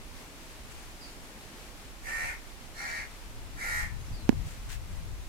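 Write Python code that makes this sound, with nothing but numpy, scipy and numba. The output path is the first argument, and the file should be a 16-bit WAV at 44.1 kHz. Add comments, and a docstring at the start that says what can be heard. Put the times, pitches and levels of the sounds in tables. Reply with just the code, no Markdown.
"""Three harsh, rattling squirrel calls from a tree, over a soft outdoor hush and a small, far bird.
Tissue slapping shut in the squirrel's throat makes the rattle; air past its teeth adds the hiss.
The microphone is a phone, moved about in the hand: air buffets its two ports, and a finger
knocks beside the right one and rubs the case. Far traffic and leaves make the hush."""
import sys
import numpy as np
from scipy import signal
from scipy.fft import rfft, irfft
from scipy.io import wavfile
from scipy.ndimage import uniform_filter1d
from numba import njit

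SR = 44100
rng = np.random.default_rng(int(sys.argv[2]) if len(sys.argv) > 2 else 0)


def persist_wave(psi):
    """Save psi, clipped to +-1, as 16-bit WAV."""
    counts = np.round(np.clip(psi, -1, 1) * 32767).astype(np.int16)
    wavfile.write(sys.argv[1], SR, np.atleast_2d(counts).T)


N = 233020
T = np.arange(N) / SR
FREQS = np.fft.rfftfreq(N, 1 / SR)
SIDES = np.array([[.5], [-.5]])  # splits a left-minus-right difference between the ports


def squirrel(effort_peak=0.59, slack_rough=0.6, hiss_follow=0.77, lead_in_db=-3, catch_s=0.011):
    """The calls at the animal's mouth: one arch of effort drives rattle and hiss; slack is rougher."""
    # calls: t/s, length/s, airy lead-in/s, rattle level/dB, hiss level/dB, drop at slack effort/dB,
    # roughness/0-1, teeth resonance f/Hz, its gain/ratio, brightness/dB
    squirrel_calls = [(2.013, 0.356, 0.035, -36, -46, -4.5, 0.1, 4740, 0.85, 2),
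                      (2.731, 0.34, 0.061, -38, -46, -1, 0.12, 4330, 2.4, -4.5),
                      (3.554, 0.34, 0.011, -32.5, -42, -8, 0.04, 4404, 0.44, 1.5)]
    calls = np.array(squirrel_calls)
    nearest_call = np.abs(T - (calls[:, :1] + calls[:, 1:2] / 2)).argmin(axis=0)
    (start, length, lead_in, rattle_db, hiss_db, drop_db, rough,
     teeth_hz, teeth_gain, bright_db) = calls[nearest_call].T
    t = T - start
    slack = np.interp(t / length, [0, effort_peak, 1], [1, 0, 1]) ** 1.51
    pulses, airflow = throat_pulses(np.clip(rough + slack_rough * slack, 0, 1))
    rattle = throat_and_mouth(pulses, nearest_call)
    rattle *= swell(t, length, attack_s=0.066, release_s=0.066)
    hiss = teeth_hiss(airflow, teeth_hz, teeth_gain, bright_db)
    hiss *= swell(t, length, attack_s=0.056, release_s=0.099)
    catch_db = np.interp(t - lead_in, [0, catch_s], [lead_in_db, 0])  # the rattle starts weak
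    return (rattle * undb(rattle_db + catch_db + drop_db * slack)
            + hiss * undb(hiss_db + hiss_follow * drop_db * slack))


def throat_pulses(rough, jitter=0.012, scatter_db=0.5, puff_cycles=0.93, rasp=4.3):
    """Tissue slaps shut about 80 times a second; gives rough pulses and the airflow beating with them."""
    # slap rate, one curve per call: t/s, f/Hz
    pulse_rate = [
        [(2.08, 79.26), (2.13, 79.26), (2.224, 80.3), (2.29, 77.87)],
        [(2.8, 79.83), (2.86, 82.43), (2.9, 82.5), (2.945, 80.8)],
        [(3.62, 79.8), (3.67, 83.3), (3.742, 83.7), (3.79, 83.5)],
    ]
    # two weaker rebounds after each slap: delay/cycles, size/ratio
    rebounds = [(0.184, 0.17), (0.478, 0.42)]
    rate_hz, = curves(np.vstack(pulse_rate))
    phase = np.cumsum(rate_hz * (1 + jitter * rough * walk(80))) / SR
    cycle = phase.astype(int)
    size = undb(scatter_db * rng.standard_normal(cycle[-1] + 1))[cycle]
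    bounces = sum(gain * np.diff(np.floor(phase - at), prepend=-1) for at, gain in rebounds)
    slaps = np.diff(cycle, prepend=0) + bounces
    puff = np.exp(-(phase % 1) / puff_cycles)
    breath = unit(puff * rng.standard_normal(N))
    return size * (unit(slaps) + rasp * rough * breath), size * puff


def throat_and_mouth(pulses, nearest_call, mouth_width_hz=330.0):
    """The pulses ring the throat, shaped anew for each call, and the mouth near 2 kHz."""
    # colour of the rattle: f/Hz, level/dB
    throat_colour = [(350, -28.5), (550, -13.5), (800, -4.5), (1050, -8.5), (1250, -7.5), (1580, -4),
                     (1730, -1), (2050, -0.5), (2380, -3.5), (2650, -13.5), (3300, -20), (6000, -60)]
    # four throat resonances, one row per call: f/Hz, boost/dB
    throat_peaks = [
        [(900, 2), (1380, 2), (1800, 1.5), (2230, 2)],
        [(850, -4), (1420, 4), (1870, 1.5), (2200, 1)],
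        [(860, 1.5), (1380, 6.5), (1830, 7), (2220, 4.5)],
    ]
    # those four resonances: width/Hz
    widths_hz = [90, 100, 99, 170]
    # mouth resonance moving with the jaw, one curve per call: t/s, f/Hz
    mouth_path = [
        [(2.05, 1995), (2.1, 1840), (2.21, 1980), (2.27, 2280), (2.35, 2130)],
        [(2.78, 1820), (2.93, 1880), (2.975, 2230), (3.05, 2070)],
        [(3.585, 1870), (3.635, 2162), (3.7, 1940), (3.77, 1960), (3.825, 2200), (3.88, 2024)],
    ]
    throat = colour(pulses, throat_colour)
    peaks = np.transpose(np.array(throat_peaks, float), (1, 2, 0))
    for (hz, boost_db), width_hz in zip(peaks, widths_hz):
        ring = resonance(throat, hz[nearest_call], float(width_hz))
        throat = throat + (undb(boost_db) - 1)[nearest_call] * ring
    mouth_hz, = curves(np.vstack(mouth_path))
    return even(throat + resonance(throat, mouth_hz, mouth_width_hz), size=1100)


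def teeth_hiss(airflow, teeth_hz, teeth_gain, bright_db, steady_air=0.21, width_hz=220.0):
    """Puffs of air hiss out past the teeth; the gap rings at one resonance and a weaker, higher one."""
    # colour of the hiss: f/Hz, level/dB
    hiss_colour = [(2000, -17), (3300, -55), (3800, 2), (4400, 1.5), (4950, 0.5), (5500, 2.5), (7000, 1.5),
                   (9000, 1), (10000, -3.5), (12000, -2), (13300, -17), (15000, -11), (16000, -37)]
    air = colour((steady_air + airflow ** 1.4) * rng.standard_normal(N), hiss_colour)
    treble = signal.sosfiltfilt(signal.butter(2, 8000, "high", fs=SR, output="sos"), air)
    gap = resonance(air, teeth_hz.copy(), width_hz) + 0.38 * resonance(air, 1.317 * teeth_hz, width_hz)
    return even(air + (undb(bright_db) - 1) * treble + teeth_gain * gap, size=2600)


def tree_to_ports(voice, left_lag_s=0.00042, direct_db=-5.5, near_db=-2, far_db=-11, far_pan_db=5):
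    """Direct sound, close scatter from trunk and limbs, and a short canopy tail, mostly on the left."""
    direct = np.array([delay(voice, left_lag_s), voice])
    reflected = colour(voice, [(2500, 1.3), (12000, 0.68)])
    near = shifting_scatter(reflected, t60=0.1, onset_s=0.001, rate=4.535)
    far = undb(far_db + far_pan_db * SIDES) * foliage(reflected, t60=0.33, onset_s=0.026)
    left, right = undb(direct_db) * direct + undb(near_db) * near + far
    # each port has its own colour; the left one faces away and loses the top
    return np.array([colour(left, [(1800, -0.96), (2300, 2.0), (4000, -2.6), (8500, -1.1), (12000, -6)]),
                     colour(right, [(1800, 1.0), (2300, -1.5), (4000, 0.74), (8500, 0.47), (12000, 3)])])


def shifting_scatter(x, t60, onset_s, rate, count=4):
    """Scatter whose pattern keeps changing as the phone moves."""
    weights = np.array([walk(rate) for _ in range(count)])
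    weights = weights / np.sqrt(np.sum(weights ** 2, axis=0))
    return sum(w * foliage(x, t60, onset_s) for w in weights)


def foliage(x, t60, onset_s):
    """Diffuse scatter from leaves and trunks, different at each port."""
    t = T[:SR]
    tail = rng.standard_normal((2, SR)) * undb(-60 * t / t60) * np.minimum(t / onset_s, 1)
    return signal.fftconvolve(x[None], unit(tail) / np.sqrt(SR), axes=1)[:, :N]


def knocks(ring_db=2.5, click_db=3.0, far_port_db=-27, scuff_db=-39, scuff_s=0.049):
    """A fingertip clicks on the case, squeezes the air in the right port, then scuffs as it settles."""
    # finger knocks: t/s, relative level/dB, click offset/dB, contact time/s
    taps = [(4.2922, 0, 6, 0.00048), (4.3272, -17, -34, 0.0017)]
    # what the phone rings with: f/Hz, relative level/dB, t60/s
    case_modes = [(243, 0, 0.025), (350, -28, 0.0074), (780, -6.5, 0.0057), (1670, -7.5, 0.0052)]
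    # colour of the click: f/Hz, level/dB
    click_colour = [(100, -34), (600, -0.5), (2500, 1.5), (4000, -10.5), (6500, -10), (8500, -29),
                    (12000, -19), (16000, -27)]
    ring, clicks = np.zeros(N), np.zeros(N)
    for s, db, tick_db, contact_s in taps:
        t = np.maximum(T - s, 0)
        push = undb(db) * (1 - np.exp(-t / contact_s))
        for hz, mode_db, t60 in case_modes:
            ring += push * undb(mode_db - 60 * t / t60) * np.cos(2 * np.pi * hz * (t - .0003))
        clicks[int(s * SR)] += undb(db + tick_db)
    settling = np.interp(T - taps[0][0], [0, 0.7 * scuff_s, scuff_s], [.6, 1, 0], left=0)
    skin = colour(rng.standard_normal(N), [(100, -14), (300, 3.0), (700, -5.0), (2500, -29), (6000, -57)])
    scuff = settling * unit(skin)
    right = undb(ring_db) * ring + undb(click_db) * colour(clicks, click_colour) + undb(scuff_db) * scuff
    return np.array([undb(far_port_db) * delay(right, 0.002), right])


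def rubs(grain_db=1.5, left_mid_db=6):
    """Skin slides over the case in short, grainy strokes, with more midrange at the left port."""
    # finger strokes: t/s, rise/s, hold/s, fall/s, level/dB
    strokes = [(0.678, 0.035, 0.012, 0.045, -53), (0.7215, 0.003, 0.003, 0.008, -57),
               (4.425, 0.045, 0.037, 0.19, -51), (4.685, 0.009, 0.038, 0.073, -43.5)]
    # colour of skin on the case: f/Hz, level/dB
    rub_colour = [(600, -18), (1400, 6.5), (2200, 3), (4000, -1.5), (6000, -1), (8000, 0.5), (11000, -6),
                  (15000, -9.5)]
    left, right = colour(rng.standard_normal((2, N)) * undb(grain_db * walk(400)), rub_colour)
    left = colour(left, [(900, 0.37), (2200, left_mid_db), (7000, 2.2), (11000, -1)])
    envelope = sum(undb(db) * np.interp(T, s + np.cumsum([0, rise, hold, fall]), [0, 1, 1, 0]) ** 2
                   for s, rise, hold, fall, db in strokes)
    return unit(np.array([left, right])) * envelope


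def wind(gain_db=2.5, flutter_db=2, takeover_db=-35):
    """Eddies buffet each port on its own; in a stronger stream smaller, faster ones take over."""
    # air stream over the moving phone: t/s, relative level/dB, left minus right/dB
    air_stream = [(0, -52.5, -5), (0.85, -51.5, 0), (1.55, -53.5, -2.5), (2.15, -48, -4), (2.7, -52.5, -1),
                  (3.65, -45, 3), (3.85, -42, 10), (4.08, -42, 4.5), (4.22, -45.5, 2), (4.58, -43, 0),
                  (4.9, -39.5, 11), (5.28, -44.5, 1)]
    # single gusts: t/s, length/s, level/dB, left minus right/dB
    single_gusts = [(0.09, 0.2, -53, -12), (2.244, 0.078, -42.5, -2), (4.13, 0.063, -32.5, 0.5),
                    (4.372, 0.18, -38.5, 18.5), (4.47, 0.036, -42, -20)]
    # colour of the slow eddies: f/Hz, level/dB
    slow_colour = [(10, -14.5), (20, 2), (42, 4), (70, -7.5), (110, -13), (200, -30), (400, -57),
                   (1500, -89)]
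    # colour of the fast eddies: f/Hz, level/dB
    fast_colour = [(30, -3.5), (85, 5.5), (130, -4), (190, -11), (260, -25), (400, -36), (1500, -64)]
    level_db, pan_db = curves(air_stream)
    stream = undb(gain_db + level_db + pan_db * SIDES + flutter_db * np.array([walk(13), walk(14)]))
    gusts = sum(undb(db + pan * SIDES) * np.exp(-(2 * (T - s) / length) ** 2)
                for s, length, db, pan in single_gusts)
    strength = np.hypot(stream, gusts)
    slow = even(colour(rng.standard_normal((2, N)), slow_colour), size=5000)
    fast = even(colour(rng.standard_normal((2, N)), fast_colour), size=5000)
    fast_share = strength ** 2 / (strength ** 2 + undb(takeover_db) ** 2)
    return strength * (slow * np.sqrt(1 - fast_share) + fast * np.sqrt(fast_share))


def bird(waver=0.025, canopy_db=5):
    """Thin falling whistles from far off, smeared by the canopy."""
    # notes: t/s, length/s, start f/Hz, end f/Hz, relative level/dB
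    notes = [(0.992, 0.07, 5150, 4450, -55.5), (1.045, 0.07, 4520, 4280, -64),
             (1.085, 0.036, 7650, 6660, -63.5), (3.984, 0.05, 6480, 6300, -65.5),
             (4.047, 0.039, 5700, 5600, -65), (4.113, 0.07, 4830, 4730, -61.5),
             (4.155, 0.04, 4600, 4250, -62), (4.184, 0.04, 4170, 4050, -61)]
    song, wobble = np.zeros(N), 1 + waver * walk(250)
    for s, length, start_hz, end_hz, db in notes:
        progress = np.clip((T - s) / length, 0, 1)
        hz = (start_hz + (end_hz - start_hz) * progress) * wobble
        song += undb(db) * np.sin(np.pi * progress) * np.sin(2 * np.pi * np.cumsum(hz) / SR) * np.sqrt(2)
    return .5 * song + foliage(song, t60=0.24, onset_s=0.0016) * undb(canopy_db)


def hush(start_db=-48.5, fade_db_per_s=-0.3856, flicker_db=0.65, swell_db=1.7):
    """Far traffic rumble, alike at both ports, under the smooth hiss of leaves."""
    # colour of the hush: f/Hz, level/dB
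    hush_colour = [(40, -14), (110, -3), (170, -3), (260, -1), (380, -5.2), (520, -7), (1000, -7.5),
                   (1700, -10), (2250, -9.5), (3200, -12.5), (7000, -16), (10000, -19), (13000, -22),
                   (16000, -29)]
    # how alike the two ports hear it: f/Hz, likeness/0-1
    port_likeness = [(30, 0.47), (130, 1), (290, 0.91), (640, 0.77), (1400, 0.037), (5000, 0.015)]
    # its balance: f/Hz, left minus right/dB
    balance = [(60, 1.5), (400, -2), (1300, 1.5), (2400, 3), (4400, 2), (15000, -1.5)]
    likeness = np.clip(across(port_likeness), 0, 1)
    mid, side = rfft(rng.standard_normal((2, N)))
    air = mid * np.sqrt(1 + likeness) + 2 * SIDES * side * np.sqrt(1 - likeness)
    air *= undb(across(hush_colour) + SIDES * across(balance))
    bass = 1 / (1 + (FREQS / 400) ** 2)
    rumble = irfft(air * bass, N) * undb(swell_db * walk(7.6))
    leaves = irfft(air * (1 - bass), N) * undb(flicker_db * walk(13))
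    return unit(rumble + leaves) * undb(start_db + fade_db_per_s * T)


def undb(db):
    """Decibels to gain."""
    return 10 ** (np.asarray(db) / 20)


def unit(x):
    """Scale to rms 1."""
    return x / np.sqrt(np.mean(x ** 2))


def even(x, size):
    """Hold the rms at 1 over about size samples."""
    return x / np.sqrt(uniform_filter1d(x ** 2, size=size))


def swell(t, length, attack_s, release_s):
    """Rise, hold and fall between 0 and length s."""
    return np.clip(np.minimum(t / attack_s, (length - t) / release_s), 0, 1)


def curves(table):
    """Each column of a table, joined by straight lines in time."""
    s, *columns = np.transpose(table)
    return [np.interp(T, s, c) for c in columns]


def across(points):
    """(Hz, value) points joined on a log-frequency axis."""
    hz, value = np.transpose(points)
    return np.interp(np.log(FREQS + 1), np.log(hz), value)


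def colour(x, points):
    """Causal filter with the given (Hz, dB) outline."""
    cepstrum = irfft(np.log(undb(across(points))), N)
    cepstrum[1:N // 2] *= 2
    cepstrum[N // 2 + 1:] = 0
    return irfft(rfft(x) * np.exp(rfft(cepstrum)), N)


def delay(x, seconds):
    """The same sound, later."""
    return irfft(rfft(x) * np.exp(-2j * np.pi * FREQS * seconds), N)


def walk(rate):
    """Random levels held 1 / rate s and slewed twice; spread 1."""
    hold = int(SR / rate)
    steps = np.repeat(rng.standard_normal(N // hold + 1), hold)
    return unit(uniform_filter1d(uniform_filter1d(steps, hold), hold)[:N])


@njit
def resonance(x, hz, width):
    """State-variable band-pass with a moving centre."""
    y, band, low = np.empty(len(x)), 0., 0.
    for i in range(len(x)):
        g, damping = np.tan(np.pi * hz[i] / SR), width / hz[i]
        v = (band + g * (x[i] + 1e-18 - low)) / (1 + g * (g + damping))
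        band, low, y[i] = 2 * v - band, low + 2 * g * v, damping * v
    return y


def scene():
    """Everything that reaches the two ports."""
    return tree_to_ports(squirrel()) + bird() + knocks() + rubs() + wind() + hush()


def record(dry):
    """The phone cuts the top above 15.8 kHz."""
    return signal.sosfilt(signal.ellip(10, .2, 70, 15800, fs=SR, output="sos"), dry)


dry = scene()
out = record(dry)
persist_wave(out)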